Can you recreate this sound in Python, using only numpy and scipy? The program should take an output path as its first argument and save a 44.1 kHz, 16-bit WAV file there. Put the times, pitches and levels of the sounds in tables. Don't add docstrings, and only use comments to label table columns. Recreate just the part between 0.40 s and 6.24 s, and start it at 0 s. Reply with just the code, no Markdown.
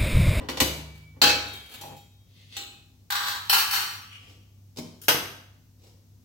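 import sys
import numpy as np
from scipy import signal
from scipy.fft import rfft, irfft
from scipy.io import wavfile

SR = 44100
rng = np.random.default_rng(int(sys.argv[2]) if len(sys.argv) > 2 else 0)


def wrap_up_sound(samples):
    columns = np.atleast_2d(samples).T
    tamed = np.clip(columns, -1, 1)
    steps = np.round(tamed * 32767).astype(np.int16)
    wavfile.write(sys.argv[1], SR, steps)


N = 257567
TIME = np.arange(N) / SR
RING_TIME = TIME[:int(1.6 * SR)]

# (frequency [Hz], density [dB per Hz])
AIR_COLOUR = [(25, -11.5), (60, -7), (85, -9.5), (130, -9), (250, -17), (400, -27), (800, -33), (1600, -39),
              (3000, -38), (6000, -33.5), (9000, -43), (16000, -37)]
AIR_DB = -59
# (frequency [Hz], level [dB])
MOTOR_HUM = [(99.3, -56.5), (68, -68.5), (251, -74)]
# (frequency [Hz], t60 [s])
ROOM_DECAY = [(80, 0.93), (250, 0.75), (1000, .65), (3000, 0.64), (7000, 0.56), (15000, 0.45)]
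# (frequency [Hz], correlation [-1 to 1])
EAR_LIKENESS = [(60, 1), (150, .9), (350, 0.79), (700, 0.4), (1400, 0.032), (4000, 0.06), (14000, 0.55)]
# (frequency [Hz], left minus right [dB])
EAR_BALANCE = [(60, 3), (200, 6), (700, -1), (2500, 1), (6000, 1.5), (13000, 3.5)]
TOP_HZ = 15900
STROKE_RANGE_DB = 19.5

# (peak [s], level [dB], swell [s], release [s])
TRAY_RUBS = [(0.005, -29, .1, 0.14), (0.14, -31, .06, .07), (0.765, -46, .04, .06)]
# (time [s], level [dB], bass [dB], treble [dB], chatter [s])
TRAY_BLOWS = [(0.0875, -25, -3, -15, 0.0007), (0.096, -31, -2, -1.5, 0.006),
              (0.172, -27, -8.5, -9.5, 0.001), (0.2025, -18.5, -17.5, 11, 0.0012),
              (0.216, -23.5, 9.5, -8.5, 0.01)]
# (frequency [Hz], level [dB], t60 [s])
TRAY_MODES = [(72, -7, 1.4), (103.4, -11, 0.65), (153.3, -13, 2), (253, -12.5, 0.35), (303, -6, 0.46),
              (422, -13.5, 0.5), (521, -4.5, 0.45), (2990, -8, 0.56), (3970, -12.5, .45),
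              (5800, -13.5, .35), (10600, -20.5, 0.52), (13800, -15.5, .35), (14153, -10, .35)]
# (frequency [Hz], density [dB per Hz])
TRAY_COLOUR = [(50, -17), (75, -4.5), (150, -3), (300, 2.5), (600, -2), (1000, -1), (2000, -5.5),
               (3000, -4), (4600, -7.5), (7000, -12.5), (9500, -16.5), (13000, -16), (16000, -20.5)]
# (peak [s], level [dB], swell [s], release [s])
LIFT_STROKES = [(1.43, -44.5, 0.053, 0.16), (1.52, -47, 0.16, 0.053)]
# (frequency [Hz], level [dB], t60 [s])
LIFT_RING = [(145.3, -6, 0.32), (444, -18, 0.48), (810, -5.5, 0.39)]
# (frequency [Hz], density [dB per Hz])
LIFT_CROWD = [(60, -14), (150, 2), (260, 4), (480, -1), (850, 5), (1200, -16), (3000, -14), (16000, -51)]

# (start [s], frequency [Hz], level [dB], t60 [s])
SINGING_MODES = [(0.203, 2293, -50, 3.0), (0.817, 3755, -34, 1.5), (0.817, 3250, -35, 1.6),
                 (0.817, 3140, -39, 1.0), (0.817, 1400, -47, 1.3), (0.817, 2340, -48, 1.2),
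                 (0.817, 2070, -52, 1.6), (0.817, 3600, -47, 1.0)]
# (time [s], level [dB], bass [dB], treble [dB], chatter [s])
PLATE_CLASHES = [(0.816, -13.5, -2.5, 6, 0.0024), (0.837, -13, 3.5, -1.5, 0.0064),
                 (0.872, -16.5, 5, -4, 0.0045), (0.892, -15.5, -9.5, -26, 0.0043)]
# (frequency [Hz], level [dB], t60 [s])
CLASH_RING = [(72, -19.5, 1.3), (102, -18, 1), (253, -23, 0.36), (294.4, -13, .5), (484, -13.5, .5),
              (1520, -17.5, 0.4), (1703, -16, 0.59), (823, -8, .55), (1294, -16, .6), (4370, -8, .38),
              (4462, -12, .38), (2270, -19, 0.93), (2590, -13.5, 0.6), (2740, -19, 0.59),
              (3360, -19.5, 0.33), (3960, -11.5, 0.44), (3940, -14, 0.43), (4310, -12.5, 0.5)]
# (frequency [Hz], density [dB per Hz])
CLASH_CROWD = [(50, -23), (100, -10), (280, 2), (550, 0.5), (1000, -7.5), (1700, -1.5), (2100, -9.5),
               (2800, -0.5), (3600, -8), (4300, 2.5), (5000, -7), (7500, -13), (9500, -22.5), (16000, -19)]

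# (peak [s], level [dB], swell [s], release [s])
BRIGHT_BRUSHES = [(0.55, -52.5, .04, .15), (1.12, -45.5, .2, 0.3), (1.338, -31.5, 0.051, 0.039),
                  (1.58, -55, 0.076, .03)]
# (frequency [Hz], density [dB per Hz])
BRUSH_COLOUR = [(500, -5), (2000, -1), (3000, 2), (4500, -1.5), (5600, -12), (7200, -7), (9000, -12.5),
                (13000, -8.5), (16000, -8)]

# (time [s], level [dB], bass [dB], treble [dB], chatter [s])
SMALL_TOUCHES = [(1.4115, -38.5, 1, 3.5, 0.0021), (1.565, -58, -3, 10.5, 0.0064),
                 (2.166, -27.5, -15, -5, 0.0019)]
# (frequency [Hz], level [dB], t60 [s])
SMALL_MODES = [(805, -16.5, 0.68), (1580, -30, 0.7), (1930, -22, 0.38), (2540, -13.5, 0.65),
               (2870, -20, 0.62), (4050, -22, 0.59), (4200, -14, 0.28), (4450, -17, 0.44),
               (5750, -14, 0.32), (7149, -15, 0.54)]
# (frequency [Hz], density [dB per Hz])
SMALL_COLOUR = [(80, -43), (300, 7), (600, -12), (900, -1), (1300, -12), (2400, -3), (4200, 0),
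                (5200, -6.5), (7300, -4.5), (9000, -11), (16000, -7.5)]
# (peak [s], level [dB], swell [s], release [s])
SMALL_SLIDES = [(1.97, -57, 0.12, 0.25), (2.158, -42.5, 0.075, .015)]
# (frequency [Hz], density [dB per Hz])
SMALL_SLIDE_COLOUR = [(300, -16), (1400, -17), (2000, -4.5), (2800, 0.5), (4300, -1.5), (5400, -10),
                      (7000, -14.5), (16000, -32)]

# (time [s], level [dB], bass [dB], treble [dB], chatter [s])
FIRST_LANDING = [(2.703, -27, -33, 4.5, 0.0033), (2.720, -26, -5.5, 4.5, 0.0076),
                 (2.764, -27, -26.5, -13.5, 0.00075), (2.882, -34, -16.5, 9.5, .008),
                 (2.904, -33.5, -11, -1, 0.0027)]
# (peak [s], level [dB], swell [s], release [s])
FIRST_SHIVER = [(2.735, -28, .03, .24), (2.88, -25.5, .17, .07)]
# (frequency [Hz], level [dB], t60 [s])
FIRST_RING = [(823, -4.5, 0.15), (846, -14.5, 0.26), (996, -13.5, 0.8), (1190, -15, 0.38),
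              (1275, -11, 0.78), (1645, -15.5, 0.27), (1600, -10, 0.36), (2430, -19, .45),
              (3216, -15, 0.94), (3870, -11.5, 0.81), (4230, -14, 0.4), (4340, -10.5, 0.66),
              (5028, -20.5, 0.24), (7900, -15.5, .45)]
# (frequency [Hz], density [dB per Hz])
FIRST_CROWD = [(80, -27), (450, -16), (660, -17.5), (800, -2), (1050, 2), (1600, 4), (2200, -6), (3200, -2),
               (4300, 1.5), (4900, -5.5), (7500, -12.5), (10000, -17.5), (15500, -13.5)]

# (time [s], level [dB], bass [dB], treble [dB], chatter [s])
STACK_LANDING = [(3.096, -19.5, 2, 7.9, 0.00053), (3.127, -18.5, 12, 4.9, .006),
                 (3.142, -23.5, -13, 5, 0.0044), (3.180, -23.5, 4.5, 6.9, 0.011),
                 (3.308, -38.5, -9, 19.4, 0.0052), (3.329, -21, -8, 2.4, 0.012)]
# (peak [s], level [dB], swell [s], release [s])
STACK_GRIND = [(3.19, -32.5, 0.19, 0.25), (3.34, -26.5, .05, 0.17), (3.51, -39, 0.27, 0.043)]
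# (frequency [Hz], level [dB], t60 [s])
STACK_RING = [(808, -14, 0.15), (945, -12, 0.27), (1165, -14.5, 0.96), (1311, -15, 0.78), (1564, -17, 0.32),
              (1673, -10.5, .4), (1780, -24.5, .5), (2406, -16.5, 0.35), (2620, -18.5, .6),
              (2620, -16, .35), (2920, -20.5, .35), (3060, -10.5, .55), (4140, -26, .35), (4080, -20, .35),
              (4290, -13, .35), (4440, -7.5, 0.53), (4500, -21.5, 0.44), (5500, -23, .35),
              (5740, -15.5, 0.77), (7440, -23.5, 0.51), (8053, -19, 0.52), (10840, -15.5, .3),
              (11800, -14, 0.33), (13000, -20, 0.28)]
# (frequency [Hz], density [dB per Hz])
STACK_CROWD = [(80, -27.5), (450, -14.5), (660, -20.5), (800, -2.5), (1050, -4.5), (1650, 2), (2200, -6),
               (2650, 3), (3400, -8), (4400, 2), (4900, -6.5), (7500, -13), (10000, -15.5), (15500, -10)]

# (peak [s], level [dB], swell [s], release [s])
HISS_SWELLS = [(3.73, -48.5, 0.27, 0.3)]
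# (frequency [Hz], density [dB per Hz])
HISS_COLOUR = [(500, -25.5), (1500, -8.5), (2300, 0), (3100, 6.5), (3600, -10), (6000, -15.5),
               (16000, -31.5)]

# (peak [s], level [dB], swell [s], release [s])
BODY_BRUSHES = [(3.90, -52, 0.16, 0.084), (5.455, -55, 0.086, 0.093)]
# (time [s], level [dB], bass [dB], treble [dB], chatter [s])
PALM_BUMPS = [(4.361, -49.5, -12, 0.63, .002), (4.371, -37, -4, 1.2, 0.006), (4.385, -35.5, 9, 1.5, 0.0036)]
# (frequency [Hz], level [dB], t60 [s])
CABINET_MODES = [(164.7, -13.5, 0.58), (242, -7, 0.48), (619, -15, 0.35)]
# (frequency [Hz], density [dB per Hz])
CABINET_COLOUR = [(60, -12), (200, -4.5), (550, -5), (900, -11.5), (1700, -19), (3000, -12.5),
                  (5500, -11.5), (9000, -23), (15000, -26)]

# (time [s], level [dB], bass [dB], treble [dB], chatter [s])
OBJECT_KNOCKS = [(4.616, -60.5, -24.5, 22.5, .001), (4.636, -58.5, -22, 19, .01),
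                 (4.6825, -12, -19.5, -2.5, 0.003), (4.700, -27.5, -9, -22.5, 0.0064),
                 (4.7455, -29.5, 11, -22, 0.0017)]
# (frequency [Hz], level [dB], t60 [s])
KNOCK_RING = [(137.6, -17, 0.73), (313.5, -15, 0.31), (481, -10.5, 0.39), (860, -18.5, 0.58),
              (1324, -15, 0.59), (1460, -27, 0.38), (5300, -11, 0.35), (5930, -21.5, 0.28),
              (9200, -39, 0.34), (11800, -24, 0.26)]
# (frequency [Hz], density [dB per Hz])
KNOCK_CROWD = [(50, -12), (130, -9), (300, -2.5), (750, -3), (1100, -3.5), (1500, -1), (2200, -8),
               (3100, -0.5), (4200, -7.5), (5500, -5.5), (8000, -12.5), (10000, -12.5), (13000, -6.5),
               (16000, -18.5)]


def undb(db):
    return 10 ** (np.asarray(db) / 20)


def along(points, hz):
    f, value = np.transpose(points)
    return np.interp(np.log(np.maximum(hz, 1)), np.log(f), value)


def sway(t, per_s):
    knots = rng.standard_normal((400, 2)).T
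    return np.array([np.interp(t * per_s, np.arange(len(row)), row) for row in knots])


def fade(t60, t=RING_TIME):
    return np.exp(-np.log(1000) * t / t60)


def stereo_noise(colour, size):
    hz = np.arange(size // 2 + 1) * SR / size
    mid, side = np.exp(2j * np.pi * rng.random((2, len(hz))))
    alike = along(EAR_LIKENESS, hz)
    sign = np.array([[1], [-1]])
    spectrum = mid * np.sqrt(1 + alike) + sign * side * np.sqrt(1 - alike)
    level_db = along(colour, hz) + sign * along(EAR_BALANCE, hz) / 2
    x = irfft(spectrum * undb(level_db), size)
    return x / x.std()


def room_fade(x):
    spectrum = rfft(x)
    hz = np.arange(x.shape[-1] // 2 + 1) * SR / x.shape[-1]
    centres = 2. ** np.arange(6, 15)
    out = 0
    for centre in centres:
        band = along(np.c_[centres, centres == centre], hz)
        out = out + irfft(spectrum * band) * fade(along(ROOM_DECAY, centre))
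    return out


def contacts(size, per_s, spread_db):
    hits = rng.random(size) < per_s / SR
    x = hits * rng.choice([-1, 1], size) * undb(spread_db * rng.standard_normal(size))
    return x / x.std()


def blows(rows, chatter_share=0.9, bass_hz=450, treble_hz=6500, chatter_hz=600):
    force, t = np.zeros(N + SR), TIME[:SR // 5]
    low = signal.butter(1, bass_hz, fs=SR)
    high = signal.butter(1, treble_hz, "high", fs=SR)
    light = signal.butter(2, chatter_hz, "high", fs=SR)
    for s, db, bass_db, treble_db, chatter_s in rows:
        rebounds = contacts(len(t), per_s=5000, spread_db=1.1) * np.exp(-t / chatter_s)
        push = signal.lfilter(*light, rebounds)
        push *= np.sqrt(chatter_share / (np.sum(push ** 2) + 1e-12))
        push[0] += np.sqrt(1 - chatter_share)
        push = push + (undb(treble_db) - 1) * signal.lfilter(*high, push)
        push = push + (undb(bass_db) - 1) * signal.lfilter(*low, push)
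        start = int(s * SR)
        force[start:start + len(t)] += undb(db) * push
    return force[:N]


def drag(strokes, per_s, spread_db):
    power = np.zeros(N)
    for s, db, swell_s, release_s in strokes:
        away = np.maximum((s - TIME) / swell_s, (TIME - s) / release_s)
        sounding = (TIME > s - swell_s) & (away < 2)
        power += sounding * undb(db - STROKE_RANGE_DB * away) ** 2
    return np.sqrt(power) * contacts(N, per_s, spread_db) / np.sqrt(0.017 * SR)


def clustered(colour, cluster_db):
    hz = np.r_[40:900:30, 900:17000:90]
    ripple_db = cluster_db * np.minimum(hz / 1500, 1) * rng.standard_normal(len(hz))
    return np.c_[hz, along(colour, hz) + ripple_db]


def crowd(force, colour, t60, room_db):
    colour = clustered(colour, cluster_db=2.2)
    direct = stereo_noise(colour, len(RING_TIME)) * fade(t60)
    build_up = 1 - fade(0.11)
    walls = room_fade(stereo_noise(colour, len(RING_TIME))) * build_up
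    return signal.fftconvolve(force[None], direct + undb(room_db) * walls, axes=1)[:, :N]


def ring(force, modes, modes_db, flutter_db=2, wander=1.0):
    out, pushed = np.zeros((2, N)), np.flatnonzero(force)
    span = slice(pushed[0], pushed[-1] + SR)
    t = TIME[span]
    for hz, db, t60 in modes:
        near = signal.butter(1, [hz / 2, min(hz * 2, SR / 2.2)], "band", fs=SR)
        width = np.sum(signal.lfilter(*near, signal.unit_impulse(SR // 10)) ** 2)
        power = signal.lfilter(*near, force[span] + 1e-18) ** 2
        energy = signal.lfilter([1 / width], [1, -fade(t60, 2 / SR)], power)
        apart = min(hz / 1100, 1)
        ear_offset = rng.permutation([[1], [-1]]) * np.pi / 4
        phase = apart * (wander * sway(t, 14) + ear_offset)
        gain = undb(db + modes_db + apart * flutter_db * sway(t, 22))
        out[:, span] += gain * np.sqrt(energy) * np.sin(2 * np.pi * hz * t + phase)
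    return out


def kitchen(waver=0.46):
    out = stereo_noise(AIR_COLOUR, N) * undb(AIR_DB)
    for hz, db in MOTOR_HUM:
        swell, drift = waver * sway(TIME, 21)
        out = out + undb(db) * np.sqrt(2) * (1 + swell) * np.sin(2 * np.pi * hz * TIME + drift)
    return out


def hob(rub_hz=450):
    dull = signal.butter(1, rub_hz, fs=SR)
    rubs = signal.lfilter(*dull, drag(TRAY_RUBS, per_s=900, spread_db=2))
    knocks = blows(TRAY_BLOWS, chatter_share=0.11) + rubs
    slide = drag(LIFT_STROKES, per_s=500, spread_db=3.5)
    tray = crowd(knocks, TRAY_COLOUR, t60=0.13, room_db=-9.5) + ring(knocks, TRAY_MODES, modes_db=-10.5)
    lift = crowd(slide, LIFT_CROWD, t60=0.22, room_db=-23) + ring(slide, LIFT_RING, modes_db=1.5)
    return tray + lift


def held_plates():
    force = blows(PLATE_CLASHES)
    out = crowd(force, CLASH_CROWD, t60=0.2, room_db=-7.5) + ring(force, CLASH_RING, modes_db=-5.0)
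    for s, hz, db, t60 in SINGING_MODES:
        age = np.maximum(TIME - s, 0)
        level = (age > 0) * undb(db + 4.1 * sway(age, 23))
        tone = np.sin(2 * np.pi * hz * age + 2.3 * sway(age, 17))
        out = out + level * tone * fade(t60, age)
    return out


def bright_brushing():
    return crowd(drag(BRIGHT_BRUSHES, per_s=390, spread_db=8), BRUSH_COLOUR, t60=0.12, room_db=-7.5)


def small_plate():
    touches = blows(SMALL_TOUCHES)
    scrape = drag(SMALL_SLIDES, per_s=1200, spread_db=4.5)
    plate = crowd(touches, SMALL_COLOUR, t60=0.11, room_db=-4.5) + ring(touches, SMALL_MODES, modes_db=0.0)
    return plate + crowd(scrape, SMALL_SLIDE_COLOUR, t60=0.39, room_db=-15.0)


def first_plate():
    force = blows(FIRST_LANDING, chatter_share=.6) + drag(FIRST_SHIVER, per_s=240, spread_db=5.5)
    return crowd(force, FIRST_CROWD, t60=0.16, room_db=-6.0) + ring(force, FIRST_RING, modes_db=-5.0)


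def stacked_plates():
    force = blows(STACK_LANDING) + drag(STACK_GRIND, per_s=310, spread_db=1.5)
    return crowd(force, STACK_CROWD, t60=0.21, room_db=-3.5) + ring(force, STACK_RING, modes_db=-4.5)


def breathy_hiss():
    return crowd(drag(HISS_SWELLS, per_s=1400, spread_db=6.5), HISS_COLOUR, t60=0.22, room_db=-12)


def soft_thumps():
    bumps = blows(PALM_BUMPS, chatter_share=0.26)
    brush = drag(BODY_BRUSHES, per_s=430, spread_db=5.0)
    body = crowd(bumps + brush, CABINET_COLOUR, t60=.1, room_db=-8.0)
    return body + ring(bumps, CABINET_MODES, modes_db=1.5)


def worktop():
    force = blows(OBJECT_KNOCKS, chatter_share=.2)
    return crowd(force, KNOCK_CROWD, t60=0.2, room_db=-7.5) + ring(force, KNOCK_RING, modes_db=-6.5)


def scene():
    handling = hob() + held_plates() + bright_brushing() + small_plate()
    laying_down = first_plate() + stacked_plates() + soft_thumps() + worktop()
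    return kitchen() + handling + laying_down + breathy_hiss()


def record(dry):
    thin = signal.sosfilt(signal.butter(3, 50, "high", fs=SR, output="sos"), dry)
    return signal.sosfilt(signal.ellip(10, .2, 80, TOP_HZ, fs=SR, output="sos"), thin)


dry = scene()
out = record(dry)
wrap_up_sound(out)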